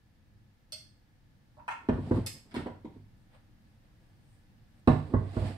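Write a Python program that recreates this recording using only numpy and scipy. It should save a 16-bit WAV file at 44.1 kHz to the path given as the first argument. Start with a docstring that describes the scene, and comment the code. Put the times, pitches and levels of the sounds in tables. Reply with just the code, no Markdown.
"""Glass jar on a kitchen worktop.

A heavy jar is set down, rocked, slid and leant on: blows ring the worktop's modes, friction rumbles
and hisses. The lid taps the rim; a spoon clinks on glass and lid. The small tiled kitchen rings briefly.
Appliances hum throughout; sleeves rustle faintly while the jar is carried."""
import sys
import numpy as np
from scipy import signal
from scipy.fft import rfft, irfft, next_fast_len
from scipy.io import wavfile
from scipy.ndimage import map_coordinates

SR = 44100
rng = np.random.default_rng(int(sys.argv[2]) if len(sys.argv) > 2 else 0)


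def int16_out(signal):
    """Quantize to a 16-bit WAV file."""
    q = np.round(np.clip(np.atleast_2d(signal).T, -1, 1) * 32767)
    wavfile.write(sys.argv[1], SR, q.astype(np.int16))


N = 245637

# kitchen reverberation (frequency [Hz], t60 [s], relative level [dB])
ROOM_BANDS = [(60, 0.65, -14), (225, 0.33, -6.5), (577, 0.35, -4.5), (1520, 0.42, 1.5), (4000, 0.41, 0),
              (12000, 0.35, -5.5)]
# diffuse sound (frequency [Hz], left-right correlation [1])
COHERENCE = [(60, 0.77), (250, 0.79), (600, 0.29), (1500, 0.033), (5000, 0.053)]
# room tone spectra (frequency [Hz], relative density [dB])
APPLIANCE_SPECTRUM = [(12, -31.5), (20, -1), (75, -5.5), (108, 1), (150, -6.5), (168, -10.5), (204, -6),
                      (274, -16.5), (298, -11.5), (434, -32), (511, -42), (612, -31), (1000, -37),
                      (1300, -32.5), (2200, -120)]
HISS_SPECTRUM = [(240, -29.5), (400, -12), (519, -4), (568, -10.5), (748, -9), (820, -7), (1130, -15.5),
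                 (1680, -10.5), (2180, -13), (2350, -15), (4900, -18.5), (7190, -26), (15400, -28)]

# spoon on glass, then on lid (time [s], blow [dB], chatter re blow [dB])
SPOON_CLINKS = [(0.7212, -38, 6.5), (2.263, -41, 18.5)]
# modes rung by the spoon (frequency [Hz], level [dB], t60 [s])
GLASS_MODES = [(618, -16, 0.071), (1475, -18, 0.033), (2154, -15, 0.042), (2290, -21, 0.023),
               (2850, -14, 0.035), (3410, -6.5, 0.029), (4404, 0.5, 0.045), (4330, -1, 0.044),
               (4400, -23, 0.045), (4710, -1.5, 0.036), (4980, 2.5, 0.025), (5740, -6, 0.023),
               (8170, -14, 0.027), (8310, -1, 0.069), (10730, -15, 0.033)]
STEEL_MODES = [(2040, -16, 0.018), (3400, 4, 0.0059), (4080, -7, 0.015), (4720, -1, 0.03), (5160, 1, 0.06),
               (5270, -4, 0.037), (6460, -12, 0.024), (8110, -1, 0.025), (9060, -3, 0.014),
               (10940, 3.5, 0.038), (12200, -16, .02), (14400, -11, .015)]
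# spoon chatter (frequency [Hz], relative density [dB])
GLASS_CHATTER_SPECTRUM = [(180, -49), (300, -7), (1260, -16), (1560, -31), (1840, -23), (2780, -3),
                          (3930, -16), (4790, -2.5), (7110, -9.5), (8110, -2), (9890, -21), (10900, -11),
                          (12900, -9.5), (15400, -34.5)]
STEEL_CHATTER_SPECTRUM = [(1060, -18), (1800, -18), (2190, -7.5), (3470, -12), (3860, -16), (4880, -5),
                          (6000, -11), (8450, -3.5), (9930, -10), (11000, -6.5), (12900, -13),
                          (14300, -13.5), (15400, -46)]

# lid on rim (time [s], blow [dB], tilt [dB/octave], click re blow [dB])
LID_TAPS = [(1.569, -57, -22, -4.5), (1.59, -51, -0.5, -43), (1.6795, -30, 10, -9.5),
            (1.692, -54, -5.5, -13), (1.707, -41, 16, 3.5), (1.734, -59, 9, -12), (2.512, -65.5, -2, 18.5),
            (2.542, -42.5, -7.5, 4), (2.557, -45, 16.5, 10), (2.665, -67, -18, 17), (2.848, -54, -14, -0.5)]
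# lid modes (frequency [Hz], level [dB], t60 [s])
LID_MODES = [(598, -14.5, 0.12), (776, -10.5, 0.13), (872, -6, 0.07), (922.5, -5.5, 0.17),
             (965, -2.5, 0.085), (1067, -15.5, 0.12), (1360, -3.5, 0.026), (1820, -16.5, 0.033),
             (2020, -25, 0.0057), (2136, -16.5, 0.022), (2370, -16, 0.017), (2532, -14, 0.021)]
# lid click on glass (frequency [Hz], relative density [dB])
LID_CLICK_SPECTRUM = [(800, -23), (1500, 5.5), (2500, 0), (4000, -3), (5200, -5), (6500, -14.5), (8400, -6),
                      (11000, -14.5), (14000, -23), (16000, -77)]

# jar lands or rocks (time [s], blow [dB], boom re blow [dB], knock re blow [dB], click re blow [dB])
JAR_THUDS = [(1.887, -16, -10, -13.5, -11), (1.981, -30, -6.5, -26, -38), (2.110, -16.5, -5.5, -16, -51),
             (2.543, -35.5, -22, -23, -3), (2.565, -26.5, -12.5, -40, -8.5), (2.591, -44, 5.5, -6, -4),
             (2.660, -30, -13.5, -8.5, -15.5), (2.69, -44.5, -19, -4, -23), (2.846, -36, -8.5, -27.5, -36),
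             (2.963, -45, -0.5, -42, -29), (4.874, -13, -3, -6.5, -11.5), (4.883, -18.5, -5.5, -10, -13.5),
             (4.925, -33.5, -14, -14.5, -14), (5.137, -22, -1, -7, -23), (5.156, -38.5, 16.5, -23, -39),
             (5.366, -24, 0, -14, -42), (5.418, -34.5, 0, -10, -30)]
# worktop modes (frequency [Hz], level [dB], t60 [s])
WORKTOP_MODES = [(61.1, -7.5, 0.24), (83.4, 1, 0.12), (97.8, -3.5, 0.43), (118, -2.5, 0.19),
                 (148.3, -6.5, 0.34), (176, -6, .15), (248, -6.5, 0.051), (253.8, -7, 0.13),
                 (271.5, 7, 0.031), (308, 0, 0.055), (312, 1, 0.026), (343.7, -1, 0.0527),
                 (391, -4.5, 0.033), (482.4, -5.5, 0.041), (502, -2, 0.05), (588, 1.5, 0.053),
                 (625, -4, 0.2), (748, 0.5, 0.056), (888, 5, 0.03), (970, 4, 0.042), (1073, 8.5, 0.02),
                 (1280, -17, 0.043), (1435, 3, 0.023), (1521, -7.5, 0.029), (1750, -9.5, 0.024),
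                 (1980, -2.5, 0.018), (2290, -24.5, .02)]
# hard contact of the jar's edge (frequency [Hz], relative density [dB])
EDGE_SPECTRUM = [(600, 0), (1500, -5.5), (2500, -9.5), (4000, -17), (5200, -26), (6500, -34), (8400, -26.5),
                 (11000, -49), (14000, -44.5), (16000, -93)]
# jar position (time [s], left minus right [dB])
JAR_PATH = [(2.9, -1.4), (4.9, -4.5)]
# base drags (peak time [s], 20 dB swell [s], 20 dB fade [s], rumble [dB], hiss [dB])
JAR_SLIDES = [(1.93, 0.027, 0.19, -31.5, -59), (2.17, 0.27, 0.16, -34.5, -50), (2.6, 0.11, 0.088, -42, -52),
              (2.7, 0.064, 0.091, -44, -77), (2.96, 0.17, 0.078, -54.5, -71),
              (4.91, 0.034, 0.21, -53, -49.5), (5.08, 0.086, 0.84, -40.5, -61.5), (5.4, .2, 0.25, -42, -51),
              (5.48, 0.22, 0.14, -45, -46)]
# friction hiss (frequency [Hz], relative density [dB])
GRIT_SPECTRUM = [(290, -31), (500, -25), (657, 3), (981, -11.5), (1150, -11), (1350, -13.5), (1550, -11.5),
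                 (4690, -18.5), (6250, -32), (8330, -23), (15400, -49)]
# hand leans on the jar (time [s], push [dB])
HAND_PRESSES = [(2.93, -52), (3.12, -55)]
# mode excitation by a soft push (frequency [Hz], gain [dB])
PRESS_COLOUR = [(70, 0), (130, -6), (260, -30)]

# sleeves and fingers brush (peak time [s], 20 dB swell [s], 20 dB fade [s], dull [dB], bright [dB])
SLEEVE_STROKES = [(3.2, 0.09, .15, -89, -85), (3.35, 0.065, 0.1, -62.5, -81), (3.68, 0.12, 0.53, -79, -89),
                  (3.85, 0.056, 0.22, -74.5, -93), (4.0, .1, .6, -78.5, -90),
                  (4.35, .3, 0.13, -81.5, -77.5), (4.8, 0.19, 0.042, -75, -83)]
# rustle spectra (frequency [Hz], relative density [dB])
DULL_SPECTRUM = [(300, -46), (500, 3.5), (1300, -5), (3000, -11), (5000, -19), (7000, -88)]
BRIGHT_SPECTRUM = [(2500, -45), (5000, -20), (8500, 10.5), (13000, -9), (15500, -36)]

APPLIANCE_DB, HISS_DB, CREEP_DB_PER_S = -63, -75, 0.58
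FAN_HZ, FAN_WIDTH_HZ, FAN_DB = 1715, 70, -86
BOOM_HZ, BODY_HZ, KNOCK_HZ = 113.5, (210, 445), 660  # corners of a thud's colour
LEFT_LAG_SAMPLES, PREDELAY_SAMPLES = 9, 180
BASS_CUT_HZ, TOP_HZ = 45.4, 15650


def amp(db):
    return 10 ** (np.asarray(db) / 20)


def unit_rms(x):
    return x / np.sqrt(np.mean(x ** 2) + 1e-20)


def curve_at(points, hz):
    """Interpolate (frequency [Hz], value) points on a log axis."""
    knots_hz, values = np.transpose(points)
    return np.interp(np.log(hz + 1), np.log(knots_hz + 1), values)


def wobble(rate_hz):
    """Smooth random curve."""
    knots = rng.standard_normal(int(N * rate_hz / SR) + 4)
    return map_coordinates(knots, [np.arange(N) * rate_hz / SR])


def filtered(x, response):
    """Apply a complex frequency response."""
    n = x.shape[-1]
    n_fft = next_fast_len(n + 8192)
    return irfft(rfft(x, n_fft) * response(np.fft.rfftfreq(n_fft, 1 / SR)), n_fft)[..., :n]


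def diffuse(pair, spectrum):
    """Two independent noises to coloured stereo, correlated in the bass."""
    def response(hz):
        angle = np.arccos(np.clip(curve_at(COHERENCE, hz), -1, 1)) / 2
        return amp(curve_at(spectrum, hz)) * [np.cos(angle), np.sin(angle)]
    mid, side = filtered(pair, response)
    return unit_rms(np.array([mid + side, mid - side]))


def resonances(peaks):
    """Causal response of (frequency [Hz], width [Hz], level [dB]) peaks, alternating in sign."""
    return lambda hz: sum((-1) ** k * amp(db) * 1j * hz * width / (f0 ** 2 - hz ** 2 + 1j * hz * width)
                          for k, (f0, width, db) in enumerate(peaks))


def ringing(modes, colour, scatter_db, contact_s):
    """Damped modes, swelling during contact, coloured by the blow."""
    hz, db, t60_s = np.transpose(modes)[:, :, None]
    t = np.arange(SR // 2) / SR
    level_db = db + curve_at(colour, hz) + scatter_db * rng.standard_normal(hz.shape)
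    onset = (1 - np.exp(-t / contact_s)) ** 2
    return onset * np.sum(amp(level_db - 60 * t / t60_s) * np.sin(2 * np.pi * hz * t), axis=0)


def contact_noise(peak_db, spectrum, t60_s):
    """Short burst; minimum phase, so nothing precedes the touch."""
    n = SR // 2
    t = np.arange(n) / SR
    cepstrum = irfft(np.log(amp(curve_at(spectrum, np.fft.rfftfreq(n, 1 / SR))) + 1e-6))
    cepstrum[1:n // 2] *= 2
    cepstrum[n // 2 + 1:] = 0
    noise = amp(-60 * t / t60_s) * rng.standard_normal(n)
    burst = irfft(rfft(noise) * np.exp(rfft(cepstrum)))
    return amp(peak_db) * burst / np.abs(burst).max()


def add_in_kitchen(out, time_s, sound, room_db, pan_db):
    """Mix in a sound and its reverberation; decay varies with frequency."""
    n = SR // 2
    decay, colour = [row[:2] for row in ROOM_BANDS], [row[::2] for row in ROOM_BANDS]
    hz, t, bands = signal.stft(rng.standard_normal((2, n)), SR, nperseg=256)
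    t60_s = curve_at(decay, hz)[:, None]
    tail = signal.istft(bands * amp(-60 * t / t60_s), SR, nperseg=256)[1][:, :n]
    tail *= 1 + 0.99 * np.exp(-np.arange(n) / SR / 0.0075)  # near tiles: first and strongest
    impulse = np.pad(diffuse(tail, colour) / np.sqrt(n), ((0, 0), (PREDELAY_SAMPLES, 0)))
    impulse[0, LEFT_LAG_SAMPLES] = impulse[1, 0] = amp(-room_db)  # direct path
    wet = signal.fftconvolve(sound[None], impulse, axes=1) * amp([[pan_db / 2], [-pan_db / 2]])
    # normalise to direct plus reverberant energy
    power = np.abs(rfft(sound)) ** 2
    centroid_hz = np.average(np.fft.rfftfreq(len(sound), 1 / SR), weights=power)
    energy_gain = 2 + 2 * amp(2 * room_db + curve_at(colour, centroid_hz))
    wet *= np.linalg.norm(sound) * np.sqrt(energy_gain) / np.linalg.norm(wet)
    out[:, round(time_s * SR):][:, :SR] += wet[:, :SR]


def stroke_gains(rows):
    """One envelope per level column; each stroke swells, then fades."""
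    peak_s, swell_s, fade_s, *levels_db = np.transpose(rows)[:, :, None]
    t = np.arange(N) / SR - peak_s
    shape_db = -20 * np.where(t < 0, -t / swell_s, t / fade_s)
    return [np.sqrt(np.sum(amp(2 * (db + shape_db)), axis=0)) for db in levels_db]


def jar_pan_db(time_s):
    return np.interp(time_s, *np.transpose(JAR_PATH))


def appliance_hum():
    """Rumble and hiss creep up; a fan adds a steady narrow band."""
    creep_db = CREEP_DB_PER_S * np.arange(N) / SR
    sway = amp(1.1 * wobble(7))
    rumble = sway * diffuse(rng.standard_normal((2, N)), APPLIANCE_SPECTRUM)
    fan = filtered(rng.standard_normal((2, N)), lambda hz: np.exp(-((hz - FAN_HZ) / FAN_WIDTH_HZ) ** 2))
    hiss = diffuse(rng.standard_normal((2, N)), HISS_SPECTRUM)
    return amp(creep_db) * (amp(APPLIANCE_DB) * rumble + amp(HISS_DB) * hiss) + amp(FAN_DB) * unit_rms(fan)


def spoon_clinks():
    """Brief chatter over the struck object's modes."""
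    out = np.zeros((2, N + SR))
    targets = (GLASS_MODES, GLASS_CHATTER_SPECTRUM), (STEEL_MODES, STEEL_CHATTER_SPECTRUM)
    for (time_s, db, chatter_db), (modes, spectrum) in zip(SPOON_CLINKS, targets):
        ring = ringing(modes, colour=[(20, 0)], scatter_db=2.0, contact_s=0.00054)
        chatter = contact_noise(chatter_db, spectrum, t60_s=0.021)
        add_in_kitchen(out, time_s, amp(db) * (ring + chatter), room_db=5, pan_db=-2)
    return out[:, :N]


def lid_taps():
    """The thin lid clicks on the glass rim and rings."""
    out = np.zeros((2, N + SR))
    for time_s, db, tilt_db, click_db in LID_TAPS:
        colour = [(500, -tilt_db), (2000, tilt_db)]
        ring = ringing(LID_MODES, colour, scatter_db=0.3, contact_s=0.00067)
        click = contact_noise(click_db, LID_CLICK_SPECTRUM, t60_s=0.011)
        add_in_kitchen(out, time_s, amp(db) * (ring + click), room_db=6.5, pan_db=-1.5)
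    return out[:, :N]


def jar_thuds():
    """Each landing rings the worktop; a harder edge gives more knock and click."""
    out = np.zeros((2, N + SR))
    for time_s, db, boom_db, knock_db, click_db in JAR_THUDS:
        colour = [(BOOM_HZ, boom_db), *((hz, 0) for hz in BODY_HZ), (KNOCK_HZ, knock_db)]
        wood = ringing(WORKTOP_MODES, colour, scatter_db=3.5, contact_s=0.0024)
        click = contact_noise(click_db, EDGE_SPECTRUM, t60_s=0.034)
        add_in_kitchen(out, time_s, amp(db) * (click - wood), room_db=-0.5, pan_db=jar_pan_db(time_s))
    return out[:, :N]


def jar_slides():
    """Uneven friction shakes the worktop's lower modes and hisses."""
    rumble_gain, hiss_gain = stroke_gains(JAR_SLIDES)
    worktop = resonances([(hz, 2.94 / t60_s + 12, db - 6.17 * np.log2(hz / 97))
                          for hz, db, t60_s in WORKTOP_MODES])
    friction = amp(4.8 * wobble(32)) * rng.standard_normal(N)
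    drag = filtered(friction, lambda hz: 1 / (1 + (hz / 900) ** 4))
    rumble = unit_rms(filtered(drag, worktop))
    hiss = diffuse(amp(0.83 * wobble(320)) * rng.standard_normal((2, N)), GRIT_SPECTRUM)
    pan = amp(np.outer([.5, -.5], jar_pan_db(np.arange(N) / SR)))
    return (rumble_gain * rumble + hiss_gain * hiss) * pan


def hand_presses():
    """A soft push stirs only the worktop's lowest modes."""
    out = np.zeros((2, N + SR))
    for time_s, db in HAND_PRESSES:
        boom = ringing(WORKTOP_MODES, PRESS_COLOUR, scatter_db=5.0, contact_s=0.02)
        add_in_kitchen(out, time_s, amp(db) * boom, room_db=-2.5, pan_db=jar_pan_db(time_s))
    return out[:, :N]


def sleeve_rustle():
    """Cloth and skin brush: fluttering noise in two bands."""
    dull_gain, bright_gain = stroke_gains(SLEEVE_STROKES)
    cloth = amp(0.88 * wobble(34)) * rng.standard_normal((2, 2, N))
    return dull_gain * diffuse(cloth[0], DULL_SPECTRUM) + bright_gain * diffuse(cloth[1], BRIGHT_SPECTRUM)


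def scene():
    handling = jar_thuds() + hand_presses() + jar_slides()
    bass_cut = signal.butter(4, BASS_CUT_HZ, "high", fs=SR, output="sos")
    handling = signal.sosfilt(bass_cut, handling)  # high-pass: no deep bass in thuds, presses, slides
    return handling + lid_taps() + spoon_clinks() + sleeve_rustle() + appliance_hum()


def record(dry):
    """Brick-wall low-pass."""
    return filtered(dry, lambda hz: hz < TOP_HZ)


dry = scene()
out = record(dry)
int16_out(out)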